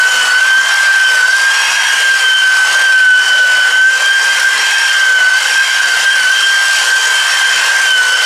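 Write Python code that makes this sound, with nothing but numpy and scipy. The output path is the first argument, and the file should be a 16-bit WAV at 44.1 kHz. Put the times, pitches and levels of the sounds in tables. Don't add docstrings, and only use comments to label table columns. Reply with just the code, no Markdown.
import sys
import numpy as np
from scipy import signal
from scipy.fft import rfft, irfft, next_fast_len
from scipy.io import wavfile
from scipy.ndimage import uniform_filter1d, minimum_filter1d, map_coordinates

SR = 44100
rng = np.random.default_rng(int(sys.argv[2]) if len(sys.argv) > 2 else 0)


def transcribe(signal):
    frames = np.atleast_2d(signal).T
    limited = np.clip(frames, -1, 1)
    pcm = np.round(limited * 32767).astype(np.int16)
    wavfile.write(sys.argv[1], SR, pcm)


N = 363825

PINION_TEETH = 6
GEAR_RATIO = 9


def amp(db):
    return 10 ** (np.asarray(db) / 20)


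def unit(x):
    return x / np.sqrt(np.mean(np.abs(x) ** 2) + 1e-20)


def curves(rows):
    time_s, *columns = np.transpose(rows)
    return [np.interp(np.arange(N) / SR, time_s, column) for column in columns]


def wobble(rate_hz):
    knots = rng.standard_normal(4096)
    coarse = np.arange(0, N + 16, 16)
    curve = map_coordinates(knots, [coarse * rate_hz / SR], mode="wrap")
    return unit(np.interp(np.arange(N), coarse, curve))


def filtered(x, response):
    size = next_fast_len(N + 8192)
    return irfft(rfft(x, size) * response(np.fft.rfftfreq(size, 1 / SR)), size)[:N]


def rush(spectrum, patchy_db):
    cells = signal.stft(rng.standard_normal(N), nperseg=1024)[2]
    field = uniform_filter1d(rng.standard_normal(cells.shape), size=3, axis=0)
    field = uniform_filter1d(field, size=12, axis=1)
    noise = signal.istft(cells * amp(patchy_db * unit(field)), nperseg=1024)[1][:N]
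    f_hz, level_db = np.transpose(spectrum)
    return unit(filtered(noise, lambda hz: amp(np.interp(np.log(hz + 1), np.log(f_hz), level_db))))


def tone(turns, scatter, rate_hz):
    paths = 1 + scatter * (wobble(rate_hz) + 1j * wobble(rate_hz))
    return unit(np.real(paths * np.exp(2j * np.pi * turns)))


def fading(depth_db, rate_hz):
    return amp(depth_db * np.tanh(wobble(rate_hz)))


def loaded(law, sag_hz):
    free_db, db_per_hz = law
    return amp(free_db + db_per_hz * sag_hz)


def garage(x, wet_db, t60_s):
    t = np.arange(SR // 2) / SR
    tail = rng.standard_normal(len(t)) * amp(-60 * t / t60_s)
    echoes = signal.fftconvolve(x, tail / np.linalg.norm(tail))[:N]
    heard = x + amp(wet_db) * echoes
    power = uniform_filter1d(uniform_filter1d(heard ** 2, size=2000), size=2000)
    return heard / np.sqrt(np.abs(power) + 1e-6)


def rumble(level_db=-52.5, swell_db=3.5):
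    # f/Hz, relative density/dB
    rumble_spectrum = [(20, -19), (150, -11), (250, -2.5), (350, -1.5), (480, -2), (800, -42)]
    return amp(level_db + swell_db * wobble(7)) * rush(rumble_spectrum, patchy_db=-2)


def air_and_pad(shaft):
    # t/s, pad hiss/dB, pad rub/dB, panel drone/dB, fan/dB
    contact = [(0.0, -20, -21, -33, -21.0), (0.93, -22, -22, -42, -19.5), (1.11, -21.0, -24.5, -34, -21.5),
               (1.68, -22.5, -23.5, -45, -20.5), (2.07, -21.5, -25.5, -35, -19),
               (2.55, -21.0, -23, -37.5, -20.5), (3.48, -23, -25, -31.5, -20.5),
               (4.02, -23, -25.5, -36, -21.5), (4.92, -22.5, -26.5, -39.5, -19),
               (5.19, -22, -22, -33.5, -19), (5.49, -22.5, -26, -39.5, -20.5),
               (6.81, -20, -23.5, -39, -19.5), (7.11, -21, -25, -35, -22.0),
               (7.38, -21.5, -24.5, -40.5, -18), (8.07, -20, -23.5, -33, -21.0),
               (8.25, -20.5, -24, -33, -18.5)]
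    # f/Hz, relative density/dB
    panel_spectrum = [(200, -29.5), (330, -16), (410, -6.5), (490, 1), (640, 1), (760, -2.5), (1100, -39)]
    rub_spectrum = [(450, -28), (650, -9), (780, -2), (1050, 1.5), (1350, 2), (1600, 1), (2100, -23),
                    (4000, -60)]
    fan_spectrum = [(900, -61), (1400, -10.5), (1700, 3), (2050, 1), (2300, -0.5), (2700, 1.5), (3150, 3),
                    (3500, -8), (4500, -17), (8000, -60)]
    hiss_spectrum = [(2000, -44), (3000, -4), (3600, -1.5), (4200, 1.5), (5000, 2), (6200, 1), (7200, -0.5),
                     (8200, -2), (9400, -4.5), (10100, -8), (10800, -8.5), (11600, -15), (13500, -18),
                     (15500, -25)]

    hiss_db, rub_db, panel_db, fan_db = curves(contact)
    chop = 1 + 0.036 * tone(shaft, scatter=0.92, rate_hz=110)
    twice_a_turn = tone(2 * shaft / GEAR_RATIO, scatter=1.8, rate_hz=65)
    nap = amp(1.08 * twice_a_turn + 0.66 * wobble(130))
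    panel = amp(panel_db) * rush(panel_spectrum, patchy_db=2.5)
    rub = amp(rub_db) * unit(nap * rush(rub_spectrum, patchy_db=1.67))
    fan = amp(fan_db) * unit(chop * rush(fan_spectrum, patchy_db=2.5))
    hiss = amp(hiss_db) * unit(chop * nap * rush(hiss_spectrum, patchy_db=2.5))
    return panel + rub + fan + hiss


def housing():
    # peak t/s, length between 1/e points/s, level/dB
    rings = [(1.71, 0.35, -22.5), (4.313, 0.18, -27), (4.78, 0.23, -24.5), (5.59, 0.12, -26),
             (7.714, 0.26, -29)]
    # f/Hz, width at -6 dB/Hz, relative level/dB
    resonances = [(927.5, 47, -10), (2551.6, 47, -4)]

    def body(hz):
        return sum(amp(db) / (1 + 2j * (hz - f_hz) / width_hz) ** 2 for f_hz, width_hz, db in resonances)

    t = np.arange(N) / SR
    swell = sum(amp(db) * np.exp(-(2 * (t - peak_s) / length_s) ** 2) for peak_s, length_s, db in rings)
    return swell * unit(filtered(rng.standard_normal(N), body))


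def motor(shaft, sag_hz, orders_db=-21.0):
    # multiple of shaft speed, level re orders_db/dB
    orders = [(4, -15.5), (8, -13), (11, -23), (15, -21), (20, -21), (22, -16.5), (24, -20), (27, -15.5),
              (30, -20), (36, -24), (42, -41)]
    # level running free/dB, slope/(dB per Hz of sag)
    third_law = (-34.5, 0.035)
    whistle_law = (-29.5, -0.068)
    armature_order = 21

    third = loaded(third_law, sag_hz) * tone(3 * PINION_TEETH * shaft, scatter=0.99, rate_hz=55)
    armature = loaded(whistle_law, sag_hz) * tone(armature_order * shaft, scatter=1.4, rate_hz=70)
    weak = sum(amp(orders_db + db) * tone(order * shaft, scatter=0.89, rate_hz=55) for order, db in orders)
    return third * fading(depth_db=3, rate_hz=7) + armature * fading(depth_db=3.5, rate_hz=7) + weak


def gear_whine(shaft, sag_hz, whine_gain_db=0.47, octave_flutter_db=-8, grit_db=-7, grit_hz=260):
    # t/s, level before whine_gain_db/dB
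    whine_levels = [(0.0, -7), (0.26, -14), (0.5, -5), (0.6, -6), (0.66, -15), (0.82, -13), (0.9, -2.5),
                    (0.96, -10), (1.52, -11), (1.62, -19), (1.72, -23), (1.82, -17.5), (1.88, -19.5),
                    (2.14, -9.5), (2.2, -19), (2.26, -8), (2.76, -11.5), (2.8, -14.5), (2.86, -9.5),
                    (3.08, 0.5), (3.2, -9.5), (3.58, -7.5), (3.7, -14), (3.88, -0.5), (4.02, -19),
                    (4.12, -8.5), (4.21, -14), (4.31, -10), (4.39, -23), (4.47, -10.5), (4.59, -20),
                    (4.77, -11.5), (4.91, -19), (4.99, -8.5), (5.15, -3.5), (5.37, -8), (5.45, -23.5),
                    (5.61, -9.5), (5.67, -22), (5.75, -14.5), (5.85, -19.5), (5.97, -12), (6.03, -18.5),
                    (6.09, -7), (6.13, -16.5), (6.29, -9), (6.39, -19), (6.47, -12), (6.69, -12),
                    (6.87, -19.5), (6.93, -11), (7.03, -18.5), (7.53, -15), (7.57, -20), (7.95, -9.5),
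                    (8.25, -14.5)]
    # t/s, level/dB
    octave_levels = [(0.0, -23.5), (0.66, -21), (1.02, -27), (1.06, -13.5), (1.12, -25.5), (2.1, -24.5),
                     (2.34, -11.5), (2.58, -25.5), (2.8, -22.5), (2.86, -18), (3.74, -19.5), (4.0, -26.5),
                     (4.12, -13), (4.19, -25), (5.11, -23), (5.19, -19), (5.29, -24), (6.03, -26),
                     (6.11, -18.5), (6.23, -25.5), (6.47, -15.5), (6.81, -24), (7.55, -18), (7.65, -30),
                     (7.79, -24), (7.93, -11.5), (8.01, -23), (8.25, -14.5)]
    # offset in multiples of pad speed, level re flutter/dB
    sidebands = [(-4, -8.5), (-2, -5.5), (-1, -7.5), (1, -6.5), (2, -10), (4, -7.5)]
    # level running free/dB, slope/(dB per Hz of sag)
    flutter_law = (-22, -0.0066)

    whine_db, = curves(whine_levels)
    octave_db, = curves(octave_levels)
    flutter = loaded(flutter_law, sag_hz) * fading(depth_db=3.5, rate_hz=8)
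    mesh, pad = PINION_TEETH * shaft, shaft / GEAR_RATIO

    mesh_tone = tone(mesh, scatter=0.089, rate_hz=54)
    octave_tone = tone(2 * mesh, scatter=0.23, rate_hz=50)
    whine = amp(whine_db + whine_gain_db) * garage(mesh_tone, wet_db=-6.5, t60_s=0.33)
    octave = amp(octave_db) * garage(octave_tone, wet_db=-5.5, t60_s=0.19)
    for offset, db in sidebands:
        whine += flutter * amp(db) * tone(mesh + offset * pad, scatter=3.3, rate_hz=36)
        octave_side = tone(2 * mesh + offset * pad, scatter=6, rate_hz=44)
        octave += amp(octave_db + octave_flutter_db + db) * octave_side
    grit = flutter * amp(grit_db) * tone(mesh, scatter=3.7, rate_hz=grit_hz)
    return whine * fading(depth_db=3, rate_hz=17) + octave * fading(depth_db=3.5, rate_hz=16) + grit


def scene(jostle_hz=4):
    # t/s, gear mesh f/Hz before jostle
    speed = [(0.0, 1515), (0.14, 1520), (0.28, 1472), (0.42, 1546), (0.68, 1579), (0.94, 1562),
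             (1.24, 1514), (1.36, 1588), (1.86, 1614), (2.2, 1558), (2.66, 1528), (2.74, 1566),
             (2.84, 1567), (3.04, 1512), (3.32, 1517), (3.52, 1499), (4.1, 1578), (4.37, 1571),
             (4.81, 1590), (4.97, 1577), (5.23, 1503), (5.51, 1572), (5.63, 1594), (5.95, 1550),
             (6.13, 1586), (6.23, 1498), (6.33, 1568), (6.67, 1584), (6.81, 1561), (7.49, 1571),
             (7.55, 1550), (7.77, 1584), (8.03, 1497), (8.25, 1543)]
    free_hz = 1600

    mesh_hz, = curves(speed)
    sag_hz = free_hz - mesh_hz
    jostled_hz = mesh_hz + jostle_hz * wobble(22)
    shaft = np.cumsum(jostled_hz) / PINION_TEETH / SR
    background = rumble() + air_and_pad(shaft) + housing()
    return (background + motor(shaft, sag_hz) + gear_whine(shaft, sag_hz))[None]


def gain_control(x, pivot_db=-8.5, squeeze=0.54, attack_s=0.015, release_db_per_s=70):
    width = max(int(attack_s * SR), 1)
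    level_db = 10 * np.log10(np.abs(uniform_filter1d(x ** 2, size=width)) + 1e-9)
    fall_db = release_db_per_s * np.arange(N) / SR
    held_db = np.maximum.accumulate(level_db + fall_db) - fall_db
    held_db = uniform_filter1d(held_db, size=width)
    return x * amp(-squeeze * (held_db - pivot_db))


def record(dry, ceiling=0.83, top_hz=15500):
    x = gain_control(dry[0])
    needed = np.minimum(1, ceiling / (np.abs(x) + 1e-9))
    gain = minimum_filter1d(needed, size=300)
    gain = uniform_filter1d(uniform_filter1d(gain, size=400), size=300)
    return filtered(gain * x, lambda hz: hz < top_hz)[None]


dry = scene()
out = record(dry)
transcribe(out)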